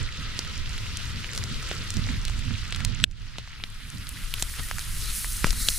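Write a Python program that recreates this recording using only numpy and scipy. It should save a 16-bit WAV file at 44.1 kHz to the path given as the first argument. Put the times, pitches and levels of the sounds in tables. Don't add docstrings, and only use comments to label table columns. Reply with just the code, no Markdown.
import sys
import numpy as np
from scipy import signal
from scipy.fft import rfft, irfft
from scipy.io import wavfile
from scipy.ndimage import uniform_filter1d

SR = 44100
rng = np.random.default_rng(int(sys.argv[2]) if len(sys.argv) > 2 else 0)


def generate_wav(signal):
    frames = np.transpose(np.atleast_2d(signal))
    scaled = np.clip(frames, -1, 1) * 32767
    pcm = np.round(scaled).astype(np.int16)
    wavfile.write(sys.argv[1], SR, pcm)


def elevation(decibels):
    levels = np.asarray(decibels, float)
    return 10 ** (levels / 20)


N = 254898


def fry():
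    # hz, density_db (per Hz)
    fry_colour = [(180, -33), (300, -13.5), (793, -13), (987, -5), (1110, -5), (1290, 3), (1800, -0.5),
                  (1960, 2.5), (2170, -0.5), (2840, 2), (4030, 0.5), (4610, 0.5), (12000, -16.5),
                  (15400, -25), (16500, -68)]
    level_db, bright_db, low_db = pan_controls()
    low_db = np.minimum(low_db, -7) + 20.5
    bed = hiss(fry_colour, bright_db, low_db, flicker_db=1.07, apart=0.54 + 0.12 * first_view())
    bed = bed / np.std(band(bed[0], 760, 9400, order=4))

    s, pitch, cycles, turn, size, pan = rng.random(size=(1400, 6)).T[:, :, None]
    hz = 1800.0 * 5.0 ** pitch
    bubble_db = -1.5 + 1.2 * np.log2(hz / 3000) + np.minimum(-4.0 * np.log(size), 13)
    blips = wavelet(hz, 0.5 + 1.13 * cycles, turn, size=96) * elevation(bubble_db)
    side_db = 7.5 * (pan - 1.0)
    left = scatter(s * N / SR, blips * elevation(side_db))
    right = scatter(s * N / SR, blips * elevation(-side_db))
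    return elevation(level_db + 1.5) * (bed + np.array([left, right]))


def pan_controls():
    # time_s, sizzle_db, brightness_db_per_octave, low_end_db
    drift = [(0, -41, -4.5, -13), (1.0, -41, -1.5, -13.5), (1.7, -40.5, -2, -5.5), (2.3, -42, -2, -28),
             (3.0, -42, -5, -36), (3.25, -42.5, -3, -30), (3.7, -44, -8, -23), (4.3, -42.5, -3, -17),
             (5.0, -43.5, 0, -19.5), (5.78, -43.5, 2, -18)]
    # start_s, length_s, louder_db, brighter_db_per_octave, fuller_low_end_db
    flurries = [(0.0, 0.038, 2.5, 0, 16.5), (0.486, 0.026, 0.5, -3, 10), (1.37, 0.046, 0.5, 3, 7),
                (1.454, 0.058, 0, 0, 13), (1.724, 0.057, 1, 2, 10), (1.962, 0.025, 1, 1, 1),
                (2.075, 0.056, 3, -2, 5), (3.39, 0.023, 5, 3, 20), (3.63, 0.025, 0, -7, 16),
                (4.405, .05, 1.5, 12, 3), (4.595, 0.021, 7.5, -4, 6), (5.052, 0.12, 2.5, 0, 6),
                (5.463, 0.054, 7, 4, 12), (5.66, 0.092, 0.5, 7, 4.5)]
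    t = np.arange(N) / SR
    bumps = 0
    for s, length_s, *more in flurries:
        bumps = bumps + np.exp(-((t - s) / length_s) ** 2 * 2) * np.array(more)[:, None]
    level_db, bright_db, low_db = np.array(curve(drift)) + bumps
    return level_db + duck_db(), bright_db, low_db


def hiss(colour, bright_db, low_db, flicker_db, apart):
    hz = np.maximum(np.fft.rfftfreq(N, 1 / SR), 1)
    at_hz, db = np.transpose(colour)
    shape_db = np.interp(np.log(hz), np.log(at_hz), db, left=-70, right=-70)
    spec = rfft(rng.standard_normal((2, N))) * elevation(shape_db)
    out, shared = 0, walk(46)
    for centre in 330 * np.sqrt(2) ** np.arange(12):
        mask = np.cos(np.pi * np.clip(np.log2(hz / centre), -.5, .5)) ** 2
        direct, scattered = irfft(spec * mask, N)
        shared = 0.72 * shared + 0.64 * walk(30)
        tilt_db = bright_db * max(np.log2(centre / 4000), 0) + low_db * (centre < 600)
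        level_db = flicker_db * (shared + 1.6 * walk(90)) + tilt_db
        wide = apart * np.clip((centre / 4000) ** 0.69, .4, 1.6)
        ports = (direct + wide * scattered * [[1], [-1]]) / np.sqrt(1 + wide ** 2)
        out = out + elevation(level_db) * ports
    return out


def pops():
    # delay_s, level_db
    echoes = [
        (.0013, -31),
        (.0031, -13),
    ]
    size = 1024
    t = np.maximum(np.arange(size) / SR - .0006, 0)
    s, peak_db, hz, thud_db, snap_db, cycles = all_pops().T[:, :, None]
    g = rng.standard_normal(size=(len(s), 6, size)) * (t > 0)

    thud_noise = to_peak(band(g[:, 4] * np.exp(-t / 0.0011), 250.0, 870.0))
    thud_tone = np.sin(2 * np.pi * 155 * t) * np.exp(-t / 0.0028)
    front = wavelet(hz, cycles, g[:, 5, -1:], size)
    front = front + elevation(thud_db + 6) * (0.81 * thud_noise - 0.94 * thud_tone)
    front = front + 0.16 * wavelet(hz / 2, 1.0, g[:, 5, -4:-3], size)
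    front = front + 0.59 * wavelet(np.minimum(1.84 * hz, 9000.), 0.38, g[:, 5, -3:-2], size)
    front = front + elevation(snap_db + 16) * wavelet(6600.0, 0.48, g[:, 5, -2:-1], size)

    out = []
    for port in (0, 1):
        rough = 0.56 * g[:, 0] + 0.87 * g[:, 1 + port]
        ring = wavelet(0.97 * hz, 0.41, 0, size=96)
        tail = signal.fftconvolve(rough * np.exp(-t / 0.00088), ring, axes=1)[:, :size]
        fine = band(rough * np.exp(-t / 0.0023), 3700.0, 8800.0)
        pop = front + 0.28 * to_peak(tail) + elevation(snap_db + 2.5) * to_peak(fine)
        out.append(scatter(s + .0004, elevation(peak_db - 0.5) * pop))
    out = np.array(out)
    reflected = 0
    for delay_s, db in echoes:
        reflected = reflected + elevation(db) * band(np.roll(out, int(delay_s * SR), axis=1), 2800.0, 10000.0, order=1)
    return out + reflected


def all_pops():
    # start_s, peak_db, pitch_hz, thud_db, snap_db
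    cracks = [(0.3904, -10, 4860, -23, -16.5), (1.7127, -15.5, 3140, -11, -38),
              (1.9034, -25.5, 3370, -39, 1.5), (2.7464, -14.5, 3660, -53, -18),
              (2.8483, -11.5, 4940, -47, -10.5), (3.0394, 4.5, 3250, -49, -29),
              (3.3832, -17.5, 3260, -18.5, -17), (3.6372, -12.5, 3470, -26.5, -22),
              (4.069, -21.5, 4100, -40, -20), (4.0902, -13, 9900, -50, -28),
              (4.3387, -11.5, 3100, -42, -19), (4.3962, -25, 4340, -30, -8),
              (4.4233, -8.5, 3700, -22.5, -13.5), (4.4263, -18, 9000, -36, -11),
              (4.594, -28.5, 1550, -12.5, -7.5), (4.7117, -17, 1610, -45, -16),
              (4.783, -19, 1930, -37, -14), (4.7923, -25.5, 2180, -36, -4), (5.2447, -18.5, 1920, -44, -38),
              (5.443, -10.5, 1840, -3.5, -17), (5.467, -21, 3520, -9, -8), (5.5052, -10.5, 4740, -47, -12),
              (5.5288, -27, 1830, -29, -7), (5.6856, -0.5, 3600, -35, -16)]
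    # start_s, peak_db, pitch_hz, snap_db
    spits = [(0.0737, -29, 2860, -22), (0.448, -20, 3720, -20), (0.6928, -30, 2570, -10),
             (0.779, -22.5, 2600, -14), (0.9707, -28.5, 2960, 1), (1.054, -38, 1460, 0.5),
             (1.1044, -26, 3060, -20), (1.2435, -20, 3020, -26), (1.3328, -26, 3450, -7.5),
             (1.3494, -28, 3490, -3.5), (1.3604, -29, 4860, -5), (1.3765, -17, 4600, -14),
             (1.3865, -30, 9500, -5), (1.4377, -16.5, 5060, -24), (1.5434, -22.5, 3470, -22),
             (1.6267, -26, 1590, -9), (1.689, -30, 3160, -6), (1.75, -31, 3080, -6),
             (1.9397, -25, 2940, -9.5), (1.9681, -19, 5200, -15.5), (2.07, -24, 2100, -23),
             (2.251, -21, 3980, -9), (2.2806, -19.5, 2970, -17), (2.2968, -30, 1380, -8),
             (2.391, -34, 2030, -4), (2.7235, -14.5, 3340, -18), (2.7264, -22.5, 2480, -22),
             (2.7606, -29.5, 1780, -2.5), (2.804, -21, 2460, -17)]
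    # start_s, peak_db,
    # pitch_hz
    ticks = [(2.5073, -23.5, 2000), (2.585, -27, 2760), (2.6323, -27, 2030), (2.6662, -27, 3500),
             (2.7697, -25, 2600), (2.886, -33, 3200), (3, -22, 3080), (3.1117, -33.5, 5060),
             (3.2178, -33, 4090), (3.357, -30.5, 1440), (3.475, -30.5, 1930), (3.5503, -38, 5500),
             (3.5995, -29.5, 2090), (3.687, -39, 1410), (3.7215, -36, 11000), (3.7435, -36, 8000),
             (3.901, -22, 7300), (3.9814, -25, 7100), (4.158, -34, 1380), (4.3388, -12, 11000),
             (4.383, -27, 2460), (4.4234, -6, 8500), (4.495, -27, 6000), (4.621, -28, 10500),
             (4.6858, -16.5, 9350), (4.85, -28, 8660), (5.3304, -17, 9340)]
    spit_thud_db, tick_thud_db, tick_snap_db = -27, -37, -38
    rows = list(cracks)
    rows += [(s, db, hz, spit_thud_db, snap_db) for s, db, hz, snap_db in spits]
    rows += [(s, db, hz, tick_thud_db, tick_snap_db) for s, db, hz in ticks]
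    rows = np.array(rows)
    cycles = 0.6 + 0.0127 * (rows[:, 1] + 30)
    return np.column_stack([rows, cycles])


def steam():
    # time_s, steam_db, jets_db
    logs = [(3.6, -67.5, -76), (4.07, -57, -73), (4.52, -46.5, -71), (4.82, -47, -76), (4.98, -41.5, -45),
            (5.2, -38, -46), (5.52, -43.5, -49), (5.61, -38, -35.5), (5.78, -36.5, -41)]
    # hz, density_db (per Hz)
    steam_colour = [(1500, -38), (3000, -40), (5000, -3.5), (7000, -1), (9000, 4), (11000, 4),
                    (12500, -1.5), (14000, -8), (15300, -2), (15600, -37)]
    # centre_hz, width_hz, level_db
    jet_bands = [(4170, 660, 4.5), (2030, 490, -5), (8500, 420, -8), (9500, 200, -3), (10900, 390, -13),
                 (5700, 1800, 2)]
    level_db, jet_db = curve([(3.35, -91, -91)] + list(logs))
    broad = unit(hiss(steam_colour, 0, 0, flicker_db=.45, apart=.03))
    jets = 0
    for hz, width_hz, db in jet_bands:
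        jet = unit(band(rng.standard_normal(N), hz - width_hz / 2, hz + width_hz / 2))
        jets = jets + elevation(db + 2.4 * walk(32)) * jet

    s, pitch, turn, size = rng.random(size=(700, 4)).T[:, :, None]
    droplet_db = 5.5 + np.minimum(-4.0 * np.log(size), 12)
    droplets = wavelet(6160.0 * 2.1 ** pitch, 1.0, turn, size=96) * elevation(droplet_db)
    sputter_db = 1.0 * walk(28) + 0.8 * walk(70)
    boiling = broad + scatter(s * N / SR, droplets)
    return elevation(level_db + 3.5 + sputter_db) * boiling + elevation(jet_db - 6) * jets


def squeaks():
    # start_s, length_s, pitch_hz, level_db
    whistles = [
        (3.026, 0.033, 7900, -34),
        (4.618, 0.035, 1864, -38.5),
    ]
    t = np.arange(N) / SR
    out = 0
    for s, length_s, hz, db in whistles:
        swell = np.sin(np.pi * np.clip((t - s) / length_s, 0, 1))
        out = out + elevation(db) * swell * np.sin(2 * np.pi * hz * t)
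    return out


def wind():
    # time_s, level_db, left_minus_right_db, small_over_large_eddies_db
    gusts = [(0.0, -25.5, -12.5, 1.5), (0.11, -38, 0.5, -1.5), (0.45, -33.5, -3, -2.5),
             (1.22, -36.5, 1, -0.5), (2.27, -31, -2, -2), (2.53, -32.5, -16.5, 0.5), (2.56, -35.5, -4, 0),
             (2.9, -33, -21.5, 1), (3.54, -43, 2.5, -1.5), (4.18, -37, -2, 1), (4.28, -35.5, 2, -3),
             (4.92, -34, -2.5, 0), (5.09, -29, 3, 1.5), (5.13, -34, 0, 1.5), (5.3, -33, -2, 2),
             (5.47, -30.5, 3, -3.5), (5.62, -29.5, 6.5, 2), (5.78, -34, -1, -1)]
    gust_db, side_db, small_db = curve(gusts)
    flap_db, push_db = buffets()
    first, duck = first_view(), duck_db()
    deep_db = gust_db + 1.5 - 2.85 * first - small_db + 1.4 * walk(17)
    body_db = gust_db - 11 + 9.13 * first + 0.6 * small_db + 0.58 * flap_db + 0.4 * duck
    upper_db = gust_db - 25.5 + 9.3 * first + 1.3 * small_db + flap_db + 0.8 * duck
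    side_db = 0.7 * side_db + push_db + 1.4 * walk(8.3)

    g = rng.standard_normal((3, 3, N))
    alike = .72 - 0.25 * first
    ports = np.sqrt(1 - alike) * g[:, 1:] + np.sqrt(alike) * g[:, :1]
    flutter = walk(18)
    deep = unit(band(ports[0], 11.1, 43.0)) * elevation(deep_db)
    body = unit(band(ports[1], 59.6, 126.1)) * elevation(body_db + 1.86 * flutter)
    upper = unit(band(ports[2], 147.5, 257.0, order=4)) * elevation(upper_db + 4.5 * flutter)
    return elevation(np.array([side_db, -side_db]) / 2) * (deep + body + upper)


def buffets():
    # start_s, louder_db, left_minus_right_db
    flaps = [(.029, -2, -2), (0.181, 13.5, -1), (.41, -2, -3), (.58, 7, -1), (1.38, 9, -2),
             (1.505, 12.5, -3), (1.8, 3, 1), (1.96, 18.5, -11), (2.089, 17, -9.5), (2.173, -1.5, 2),
             (2.379, 10, -2.5), (2.504, 3, -5.5), (2.65, 4, -3), (2.765, 1, -4), (2.863, 0, 0),
             (3.03, 10, -2), (3.36, 7, -4), (3.93, 12, -1), (3.58, 15, -3), (4.587, 27, 1), (4.86, 9.5, -1),
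             (5.44, 0, 6), (5.682, 12.5, -2)]
    rise_s, fall_s = 0.0093, 0.042
    t = np.arange(N) / SR
    out = 0
    for s, *more in flaps:
        since = t - s - .01
        shape = np.exp(np.where(since < 0, since / rise_s, -since / fall_s))
        out = out + shape * np.array(more)[:, None]
    return out


def first_view():
    change_s, fade_s = 4.1, 0.86
    return np.clip((change_s - np.arange(N) / SR) / fade_s + .5, 0, 1)


def duck_db():
    since = np.arange(N) / SR - 3.042
    fast_db = -15.5 * np.exp(-(since / 0.12) ** 2)
    slow_db = -10 * np.exp(-np.abs(since) / 0.74)
    return (fast_db + slow_db) * np.clip(since / 0.0046, 0, 1)


def late(x, lag):
    return np.array([np.where(first_view() > .5, np.roll(x[0], lag), x[0]), x[1]])


def wavelet(hz, cycles, turn, size):
    t = np.arange(size) / SR - .0007
    return np.cos(2 * np.pi * (hz * t + turn)) * np.exp(-(hz * t / np.maximum(cycles, .2)) ** 2)


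def scatter(s, shapes):
    at = (s * SR).astype(int) + np.arange(shapes.shape[1])
    return np.bincount(at.ravel(), shapes.ravel(), minlength=2 * N)[:N]


def curve(table):
    s, *columns = np.transpose(table)
    return [np.interp(np.arange(N) / SR, s, c) for c in columns]


def walk(rate):
    k = int(SR / rate)
    held = np.repeat(rng.standard_normal(N // k + 1), k)[:N]
    return 1.2 * uniform_filter1d(uniform_filter1d(held, k), k)


def unit(x):
    return x / np.sqrt(np.mean(x ** 2))


def to_peak(x):
    return x / np.abs(x).max(axis=1, keepdims=True)


def band(x, lo_hz, hi_hz, order=2):
    edges_hz = [lo_hz, min(hi_hz, .45 * SR)]
    return signal.sosfilt(signal.butter(order, edges_hz, "bandpass", fs=SR, output="sos"), x)


def scene():
    fire = late(pops(), 1) + squeaks() * elevation(duck_db()) + steam()
    return late(fry(), 2) + fire + wind()


def low_pass(x):
    return signal.sosfilt(signal.butter(12, 16680, fs=SR, output="sos"), x)


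def record(dry):
    cut = signal.ellip(10, .2, 60, 15750, fs=SR, output="sos")
    mix = np.clip(signal.sosfilt(cut, dry), -1, 1)
    return low_pass(mix)


dry = scene()
out = record(dry)
generate_wav(out)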